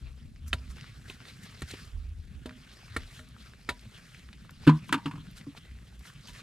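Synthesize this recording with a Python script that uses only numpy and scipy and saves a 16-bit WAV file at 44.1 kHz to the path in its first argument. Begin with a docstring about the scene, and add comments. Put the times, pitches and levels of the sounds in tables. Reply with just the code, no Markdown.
"""An open field of dry cracked clay, a stereo microphone close to a man with a steel pipe and a bucket.
From the start gusts rumble on the microphone ports, feet and clothes rustle and crumbs snap.
From half a second in he stabs the pipe into the crust and pries: a crunch, a thud, a short ring.
Near 4.7 s the plastic bucket is set down with a hollow bump and its handle falls on the rim.
Two faint touches of the pipe follow after 6 s."""
import sys
import numpy as np
from scipy import signal
from scipy.io import wavfile

SR = 44100
rng = np.random.default_rng(int(sys.argv[2]) if len(sys.argv) > 2 else 0)


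def materialize(psi):
    """Save the field psi as 16-bit PCM at rate SR to the path in sys.argv[1].

    A 1-D psi becomes a single channel; in a 2-D psi each row is a channel.
    """
    bounded = np.clip(np.atleast_2d(psi).T, -1, 1)
    quanta = np.round(bounded * 32767).astype(np.int16)
    wavfile.write(sys.argv[1], SR, quanta)


N = 283122
SCUFF_HZ, GRIT_HZ, CLOTH_HZ, TOP_HZ = 330, 1100, 5500, 16500   # edges of three noise regions


def from_db(db):
    """dB to gain."""
    return 10 ** (np.asarray(db) / 20)


def rms_one(x):
    """Scale to rms 1."""
    return x / np.sqrt(np.mean(x ** 2) + 1e-20)


def in_time(rows):
    """Each column of a timed table as a curve over every sample."""
    s, *columns = np.transpose(rows)
    return [np.interp(np.arange(N) / SR, s, c) for c in columns]


def at_hz(points, hz):
    """Read a table on a log-frequency axis."""
    frequencies, values = np.transpose(points)
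    return np.interp(np.log(hz), np.log(frequencies), values)


def drift(rate_hz):
    """Slow random wander: low-passed noise at every 40th sample, rms 1."""
    r = np.exp(-80 * np.pi * rate_hz / SR)
    slow = signal.lfilter([1], [1, -2 * r, r * r], rng.standard_normal(N // 40 + 2002))[2000:]
    return np.interp(np.arange(N) / 40, np.arange(len(slow)), rms_one(slow))


def pan(db):
    """Left and right gains for a level difference."""
    return from_db([[db / 2], [-db / 2]])


def add(out, s, sound):
    """Mix a short sound in at s seconds."""
    i = round(s * SR)
    out[..., i:i + sound.shape[-1]] += sound[..., :N - i]


# How alike the two ports hear. Each row: frequency in Hz, likeness (1 is identical).
PORT_LIKENESS = [(25, 0.76), (60, 0.99), (150, 1), (380, 0.28), (950, 0.53), (2380, 0.84), (5980, 0.81),
                 (15000, 0.94)]

def bands(source, spectrum, low_hz, high_hz, patchy_db=0., patch_hz=10., shared_db=0.):
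    """Mid and side noise to stereo in third-octave bands, each with its level, flicker and likeness."""
    out = 0
    edges = np.geomspace(low_hz, high_hz, round(3 * np.log2(high_hz / low_hz)) + 1)
    for k, (low, high) in enumerate(zip(edges, edges[1:])):
        band = signal.butter(2, [low, high], "band", fs=SR, output="sos")
        mid, side = signal.sosfilt(band, source[k % 2])
        hz = np.sqrt(low * high)
        alike = np.clip(at_hz(PORT_LIKENESS, hz), -1, 1)
        flicker_db = patchy_db * drift(patch_hz) + shared_db if patchy_db else 0
        gain = from_db(at_hz(spectrum, hz) + flicker_db)
        out = out + gain * (np.sqrt(1 + alike) * mid + np.sqrt(1 - alike) * side * [[1], [-1]])
    return out


# Wind right on the ports. Each row: time in seconds, deep gust in dB, upper rumble in dB,
# deep gust's left minus right in dB.
GUSTS = [(0.0, -41.5, -54, 7), (0.36, -48.5, -53.5, 3), (0.71, -45.5, -51, -3.5), (1.14, -46.5, -55.5, 0),
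         (1.63, -54.5, -50.5, 2.5), (2.0, -36.5, -57, -7), (2.34, -52.5, -53.5, 11),
         (2.36, -47.5, -52.5, -10), (2.65, -49.5, -55, 0), (3.22, -53.5, -56, 3.5), (3.56, -51.5, -54.5, 0),
         (4.02, -57, -55.5, 0.5), (4.67, -50, -52, 0.0), (4.83, -52, -50.5, 2), (4.94, -50.5, -44, 1),
         (5.38, -49, -51.5, 1), (5.78, -50.5, -55.5, 0.5), (6.42, -58.5, -54, -3)]
# Colour of the rumble. Each row: frequency in Hz, relative level in dB.
GUST_SPECTRUM = [(11, -42), (18, -24.5), (38, -4.5), (65, -2), (156, -16), (188, -17), (238, -21),
                 (309, -36), (350, -34), (460, -64), (770, -120)]

def wind():
    """Lumpy low noise from eddies on the ports; an eddy lifts all bands together."""
    deep_db, upper_db, pan_db = in_time(GUSTS)
    white, eddies = rng.standard_normal((2, 2, N)), drift(32)
    deep = bands(white, GUST_SPECTRUM, 14, 107.1, patchy_db=5.5, patch_hz=2.6, shared_db=0.85 * eddies)
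    upper = bands(white[::-1], GUST_SPECTRUM, 104.6, 324, patchy_db=2, patch_hz=4.7, shared_db=3 * eddies)
    sway = from_db([pan_db / 2, -pan_db / 2])
    return from_db(deep_db) * rms_one(deep) * sway + from_db(upper_db) * rms_one(upper)


def grainy(per_s, spread_db, grain_db):
    """Two mid and side pairs of smooth noise, with uneven grains breaking through in clumps."""
    born = rng.random((2, 1, N)) < per_s * from_db(6 * drift(15)) / SR
    sizes = from_db(spread_db * np.minimum(rng.exponential(1, N), 3))
    white = rng.standard_normal((2, 2, N))
    return white * (1 + from_db(grain_db) * born * sizes)


# The man moving over the clay. Each row: time in seconds, grit level in dB.
MOVEMENT = [(0.0, -64.5), (0.37, -68.5), (0.62, -60.5), (1.16, -60), (1.7, -54.5), (1.88, -61.5),
            (2.07, -66.5), (2.4, -64.5), (2.65, -59.5), (3.06, -55.5), (3.16, -61), (3.45, -65.5),
            (3.7, -62.5), (3.9, -60), (4.15, -57), (4.29, -63.5), (4.52, -64), (4.86, -59), (5.7, -63),
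            (5.97, -64), (6.42, -54.5)]
# Colour of the rubbing. Each row: frequency in Hz, relative level in dB.
RUB_SPECTRUM = [(180, -32), (300, 7), (398, 2), (772, -3.5), (974, -6.5), (1060, -9.5), (1310, -3.5),
                (2090, -4), (2720, -5.5), (3670, -6.5), (6040, -13), (9140, -14), (14500, -30.5),
                (15800, -10)]

def rustle():
    """Feet, pipe and clothes rub: low scuff, grit and high cloth noise, all in short lumps."""
    grit_db, = in_time(MOVEMENT)
    swing_db = grit_db - grit_db.mean()
    scuff_db, cloth_db = -69.5 + 0.68 * swing_db, -70 + 0.88 * swing_db
    grains, lumps = grainy(per_s=500, spread_db=5, grain_db=5), drift(44)
    scuff = bands(grains, RUB_SPECTRUM, SCUFF_HZ, GRIT_HZ,
                  patchy_db=0.5, patch_hz=12, shared_db=3.6 * lumps)
    grit = bands(grains[::-1], RUB_SPECTRUM, GRIT_HZ, CLOTH_HZ,
                 patchy_db=3, patch_hz=12, shared_db=0.78 * lumps)
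    cloth = bands(grains[..., ::-1], RUB_SPECTRUM, CLOTH_HZ, TOP_HZ,
                  patchy_db=0.04, patch_hz=14, shared_db=0.83 * lumps)
    air = signal.sosfilt(signal.butter(4, 10500, "high", fs=SR, output="sos"), cloth)
    cloth = cloth + 0.36 * np.tanh(swing_db / 10) * air   # the top comes and goes with the movement
    grit_rise_db, cloth_rise_db = swishes()
    return (from_db(scuff_db + .6 * grit_rise_db) * rms_one(scuff)
            + from_db(grit_db + grit_rise_db) * rms_one(grit)
            + from_db(cloth_db + cloth_rise_db) * rms_one(cloth))


def faint_crumbs(count, over_grit_db=7, middle_hz=2370):
    """Rows for small crumbs that snap at random moments, louder where there is more movement."""
    when, chance = rng.random(count) * N / SR, rng.standard_normal((count, 2))
    s, grit_db = np.transpose(MOVEMENT)
    level_db = over_grit_db + np.interp(when, s, grit_db) + 2.5 * chance[:, 0]
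    return list(zip(when, level_db, middle_hz * np.exp(.6 * chance[:, 1])))


# The loudest crumbs of clay. Each row: start in seconds, level in dB, pitch in Hz.
LOUD_CRUMBS = [(0.361, -45.5, 2240), (0.481, -42, 7600), (0.584, -46, 2370), (0.783, -40, 1520),
               (0.811, -37, 3000), (0.843, -38, 1450), (1.204, -44.5, 1490), (1.254, -39.5, 2170),
               (1.687, -40, 2200), (1.713, -31, 4500), (2.494, -34.5, 1870), (2.509, -38.5, 1520),
               (3.034, -41, 2280), (3.365, -42, 1320), (3.536, -41.5, 1700), (3.794, -45.5, 3770),
               (4.147, -37.5, 2430), (4.289, -40.5, 1780), (4.33, -37.5, 2470), (4.449, -45, 1330),
               (4.494, -38.5, 1460), (4.636, -44.5, 990), (5.157, -38.5, 1210), (5.269, -45, 1570),
               (5.37, -46, 3700), (5.412, -42, 2150), (5.55, -42, 895), (5.575, -35.5, 1470),
               (5.713, -45.5, 2200), (5.788, -48, 1980), (6.101, -42, 1640), (6.274, -40, 3750),
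               (6.344, -46.5, 2650)]

def snaps(ring_cycles=12.5, clicks_per_s=5000, spray_t60=0.031, scatter_db=3):
    """A crumb breaks with a click, rings a few cycles and crumbles in a spray of tiny uneven clicks."""
    out, t = np.zeros((2, N)), np.arange(SR // 12) / SR
    for s, level_db, hz in LOUD_CRUMBS + faint_crumbs(count=70):
        tone = np.sin(2 * np.pi * hz * t) * from_db(-0.5 - 60 * t * hz / ring_cycles)
        band = signal.butter(3, [hz / 2, min(2 * hz, TOP_HZ)], "band", fs=SR, output="sos")
        clicks = rng.standard_normal(len(t)) * (rng.random(len(t)) < clicks_per_s / SR)
        clicks[0] = 2.5   # the first break is the sharpest
        spray = signal.sosfilt(band, clicks) * from_db(5 - 60 * t / spray_t60)
        add(out, s, from_db(level_db) * (tone + spray) * pan(scatter_db * rng.standard_normal()))
    return out


# Cloth and grass brushing. Each row: middle and length in seconds, grit rise and cloth rise in dB.
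BRUSHES = [(0.489, 0.074, 6.5, 17), (0.713, 0.049, 3.5, 12), (0.826, 0.32, 4, 2), (1.11, 0.15, 5.5, 8),
           (1.296, 0.093, 6.5, 7), (1.44, 0.062, 4, 10), (1.7, 0.072, 9, 9.5), (1.813, 0.32, 6.5, 6.5),
           (3.18, 0.19, 7.5, 11), (3.444, 0.22, 10, 7.5), (3.966, 0.095, 6.5, 4), (4.082, 0.1, 1, 1.5),
           (4.667, 0.16, 10, 6.5), (4.765, 0.09, 4.5, 6), (5.381, 0.067, 8.5, 14.5),
           (5.578, 0.048, 14.5, 11.5), (6.076, 0.14, 8.5, 12.5), (6.291, 0.066, 6.5, 11),
           (6.383, 0.14, 7.5, 4.5)]

def swishes(lean=0.88):
    """Each swish lifts grit and cloth by a smooth hump in dB, rising faster than it fades."""
    rise_db = np.zeros((2, N))
    for middle_s, length_s, grit_db, cloth_db in BRUSHES:
        through = np.linspace(0, 1, round(length_s * SR))
        hump = np.sin(np.pi * through ** lean) ** 2
        add(rise_db, middle_s - length_s / 2, np.outer([grit_db, cloth_db], hump))
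    return rise_db


def modes(table, contact_s, spread_db=0., rattle_s=0.):
    """One soft contact sets each mode ringing; a rattling contact keeps exciting it for a while."""
    t = np.arange(SR // 2) / SR
    hz, level_db, t60 = np.transpose(table)[:, :, None]
    gains = from_db(level_db + spread_db * rng.standard_normal(hz.shape) - 60 * t / t60)
    rings = gains * np.sin(2 * np.pi * hz * t) * (1 - np.exp(-t / contact_s))
    if rattle_s:
        touching = rng.random(SR // 8) < .015   # separate little knocks
        touching[:20] = True
        fade = np.exp(-t[:SR // 8] / rattle_s)
        jolts = 3.77 * touching * rng.standard_normal((len(table), SR // 8)) * fade
        rings = signal.fftconvolve(rings, jolts / np.sqrt(rattle_s * SR / 2), axes=1)
    return rings.sum(axis=0)


# Pipe meets clay, near the microphone. Each row: start in seconds, crunch level in dB, crunch t60
# in seconds, then thud, crust, tube, tip, bending and blade levels in dB.
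STABS = [(0.530, -19, 0.057, -24.5, -38, -25.5, -23, -50, -46),
         (1.0981, -33, 0.056, -53, -45.5, -55, -35.5, -79, -85),
         (1.6193, -23.5, 0.027, -30, -38.5, -40.5, -57, -70, -69),
         (1.7368, -37, 0.05, -55, -37.5, -67, -48, -72, -65),
         (2.4575, -33.5, 0.074, -37.5, -35.5, -46, -48.5, -41.5, -53),
         (2.9636, -20, 0.051, -29.5, -32.5, -25, -46, -50.5, -59),
         (3.192, -43, 0.035, -44, -61, -45, -61, -50.5, -68),
         (3.6897, -18.5, 0.077, -35.5, -33.5, -24, -41, -50.5, -35),
         (6.053, -50, 0.039, -58, -78, -49, -62, -79, -64),
         (6.284, -45, 0.044, -46, -67, -67, -49.5, -80, -53)]
# Modes of the ground, its crust and the steel. Each row: pitch in Hz, level in dB, t60 in seconds.
THUD_MODES = [(73.6, 5, 0.11), (141, 0, 0.057)]
CRUST_MODES = [(283, 5.5, 0.032), (357, 11, 0.017), (406, -17, 0.044)]
BENDING_MODES = [(251.3, -1.5, 0.56), (455, -8.5, 0.21), (623, -7.5, 0.28)]
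BLADE_MODES = [(972, 0, 0.14)]
PIPE_SHELL_MODES = [(1375, 0, 0.032)]
TUBE_MODES = [(1650, 11, 0.011), (1828, 4.5, 0.026), (2212, 3, 0.022)]
TIP_MODES = [(2610, 4, 0.015), (3055, 6.5, 0.016), (3610, 4.5, 0.014), (4105, -6.5, 0.023)]

def pipe(thud_late_s=0.0056, spread_db=2.5):
    """Each stab knocks the crust, rings the hand-damped tube and thuds once the tip has bitten."""
    out = np.zeros(N)
    for s, _, _, thud_db, crust_db, tube_db, tip_db, bend_db, blade_db in STABS:
        add(out, s + thud_late_s, from_db(thud_db) * modes(THUD_MODES, contact_s=0.0067))
        crust = from_db(crust_db) * modes(CRUST_MODES, 0.0017)
        bend = from_db(bend_db) * modes(BENDING_MODES, 0.0011)
        blade = from_db(blade_db) * modes(BLADE_MODES, 0.00025)
        shell = from_db(tube_db + 2.5) * modes(PIPE_SHELL_MODES, 0.00039)
        tube = from_db(tube_db) * modes(TUBE_MODES, 0.002, spread_db)
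        tip = from_db(tip_db) * modes(TIP_MODES, 0.00058, spread_db)
        add(out, s, crust + bend + blade + shell + tube + tip)
    return out * pan(db=-1)


def burst(t60, rise_s):
    """Envelope of a crunch: quick rise, exponential fall."""
    t = np.arange(SR // 5) / SR
    return from_db(-60 * t / max(t60, .005)) * (1 - np.exp(-t / rise_s))


def crunch(contacts, spectrum, treble_db, rise_s, crest_db=9, dulling_db_per_s=117):
    """Noise at the start of every contact; a longer, softer crunch has less treble."""
    body, treble = np.zeros((2, N))
    for s, level_db, t60, *_ in contacts:
        add(body, s, from_db(level_db - crest_db) * burst(t60, rise_s))
        add(treble, s, from_db(level_db + treble_db - dulling_db_per_s * t60) * burst(0.95 * t60, rise_s))
    white = rng.standard_normal((2, 2, N)) * from_db([[0], [-6]])   # one close source: little side
    out = 0
    for envelope, low, high in ((body, SCUFF_HZ, CLOTH_HZ), (treble, CLOTH_HZ, TOP_HZ)):
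        steady_rms = np.std(bands(white[..., :SR // 2], spectrum, low, high))
        out = out + bands(white * envelope + 1e-18, spectrum, low, high) / steady_rms
        white = white[::-1]
    return out


# Colour of breaking clay, heard close. Each row: frequency in Hz, relative level in dB.
CLAY_SPECTRUM = [(180, -35), (300, -3.5), (1090, -10), (1380, -9), (3160, -13.5), (3990, -9.5), (4790, -18),
                 (9140, -17), (11500, -26), (16500, -46)]

def clay_crunch():
    """The dry crust is crushed under the pipe at each stab."""
    return crunch(STABS, CLAY_SPECTRUM, treble_db=-11, rise_s=0.0008)


# The bucket lands nearby and its handle falls. Each row: start in seconds, crunch level in dB,
# crunch t60 in seconds, then bottom, wall and rim levels in dB.
BUCKET_KNOCKS = [(4.668, -23, 0.046, -22.5, -26, -18.5), (4.6738, -15.5, 0.1, -9, -7.5, -19),
                 (4.6934, -26.5, 0.067, -24, -16.5, -19), (4.891, -28, 0.032, -54, -47, -31),
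                 (4.9249, -5.5, 0.045, -58, -25, -19), (4.9406, -17, 0.068, -33.5, -23.5, -20),
                 (4.978, -37, 0.063, -52, -52, -50), (5.057, -24, 0.08, -28.5, -28, -25.5),
                 (5.1111, -33.5, 0.055, -55, -65, -39), (5.136, -44, 0.029, -34, -45.5, -43),
                 (5.178, -44, .04, -37, -48.5, -50), (5.468, -62, 0.035, -41.5, -36, -56)]
# Modes of the bucket. Each row: pitch in Hz, level in dB, t60 in seconds.
BOTTOM_MODES = [(154, 0.013, 0.27)]
WALL_MODES = [(232.5, -9, 0.31), (280.6, 5.5, 0.15), (309.4, -16.5, 0.23), (474, -12.5, 0.07)]
RIM_MODES = [(937, -11, .045), (1003, -10, .045), (1060, -12, .04), (1117, -12, .04), (1180, -10, .035),
             (1500, -16, .04), (1680, -15, .03), (2800, -20, .015)]

def bucket(settled_s=4.78, least_free_s=0.044):
    """The hollow shell drums and the rim rattles; resting on the ground mutes bottom and wall."""
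    out, t = np.zeros(N), np.arange(SR // 2) / SR
    for s, _, _, bottom_db, wall_db, rim_db in BUCKET_KNOCKS:
        free_s = max(settled_s - s, least_free_s)
        muting = from_db(-12 * np.clip((t - free_s) / .02 + .5, 0, 1))
        bottom = from_db(bottom_db) * modes(BOTTOM_MODES, contact_s=0.0014)
        wall = from_db(wall_db) * modes(WALL_MODES, 0.0035)
        add(out, s, (bottom + wall) * muting)
        add(out, s, from_db(rim_db) * modes(RIM_MODES, 0.00018, spread_db=6.5, rattle_s=0.027))
    return out


# Colour of knocked plastic, heard close. Each row: frequency in Hz, relative level in dB.
PLASTIC_SPECTRUM = [(180, -35), (300, -9), (711, -26), (1170, -0.5), (1710, -7.5), (1860, -8.5), (2860, -8),
                    (5290, -25), (8550, -28), (15800, -47.5)]

def plastic_crunch():
    """Each knock on the bucket opens with a short burst of noise."""
    return crunch(BUCKET_KNOCKS, PLASTIC_SPECTRUM, treble_db=-18, rise_s=0.00064)


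def scene():
    """All sources in the open air of the field."""
    crunches = clay_crunch() + plastic_crunch()
    return rustle() + wind() + pipe() + bucket() + crunches + snaps()


def record(dry):
    """The stereo microphone: below the treble the left port hears a little later; the top is cut."""
    lag_edge_hz, cutoff_hz = 6500, 16100
    slope = np.diff(dry[0], prepend=0)
    left = dry[0] - 1.84 * signal.sosfiltfilt(signal.butter(2, lag_edge_hz, fs=SR, output="sos"), slope)
    return signal.sosfilt(signal.cheby2(14, 70, cutoff_hz, fs=SR, output="sos"), [left, dry[1]])


dry = scene()
out = record(dry)
materialize(out)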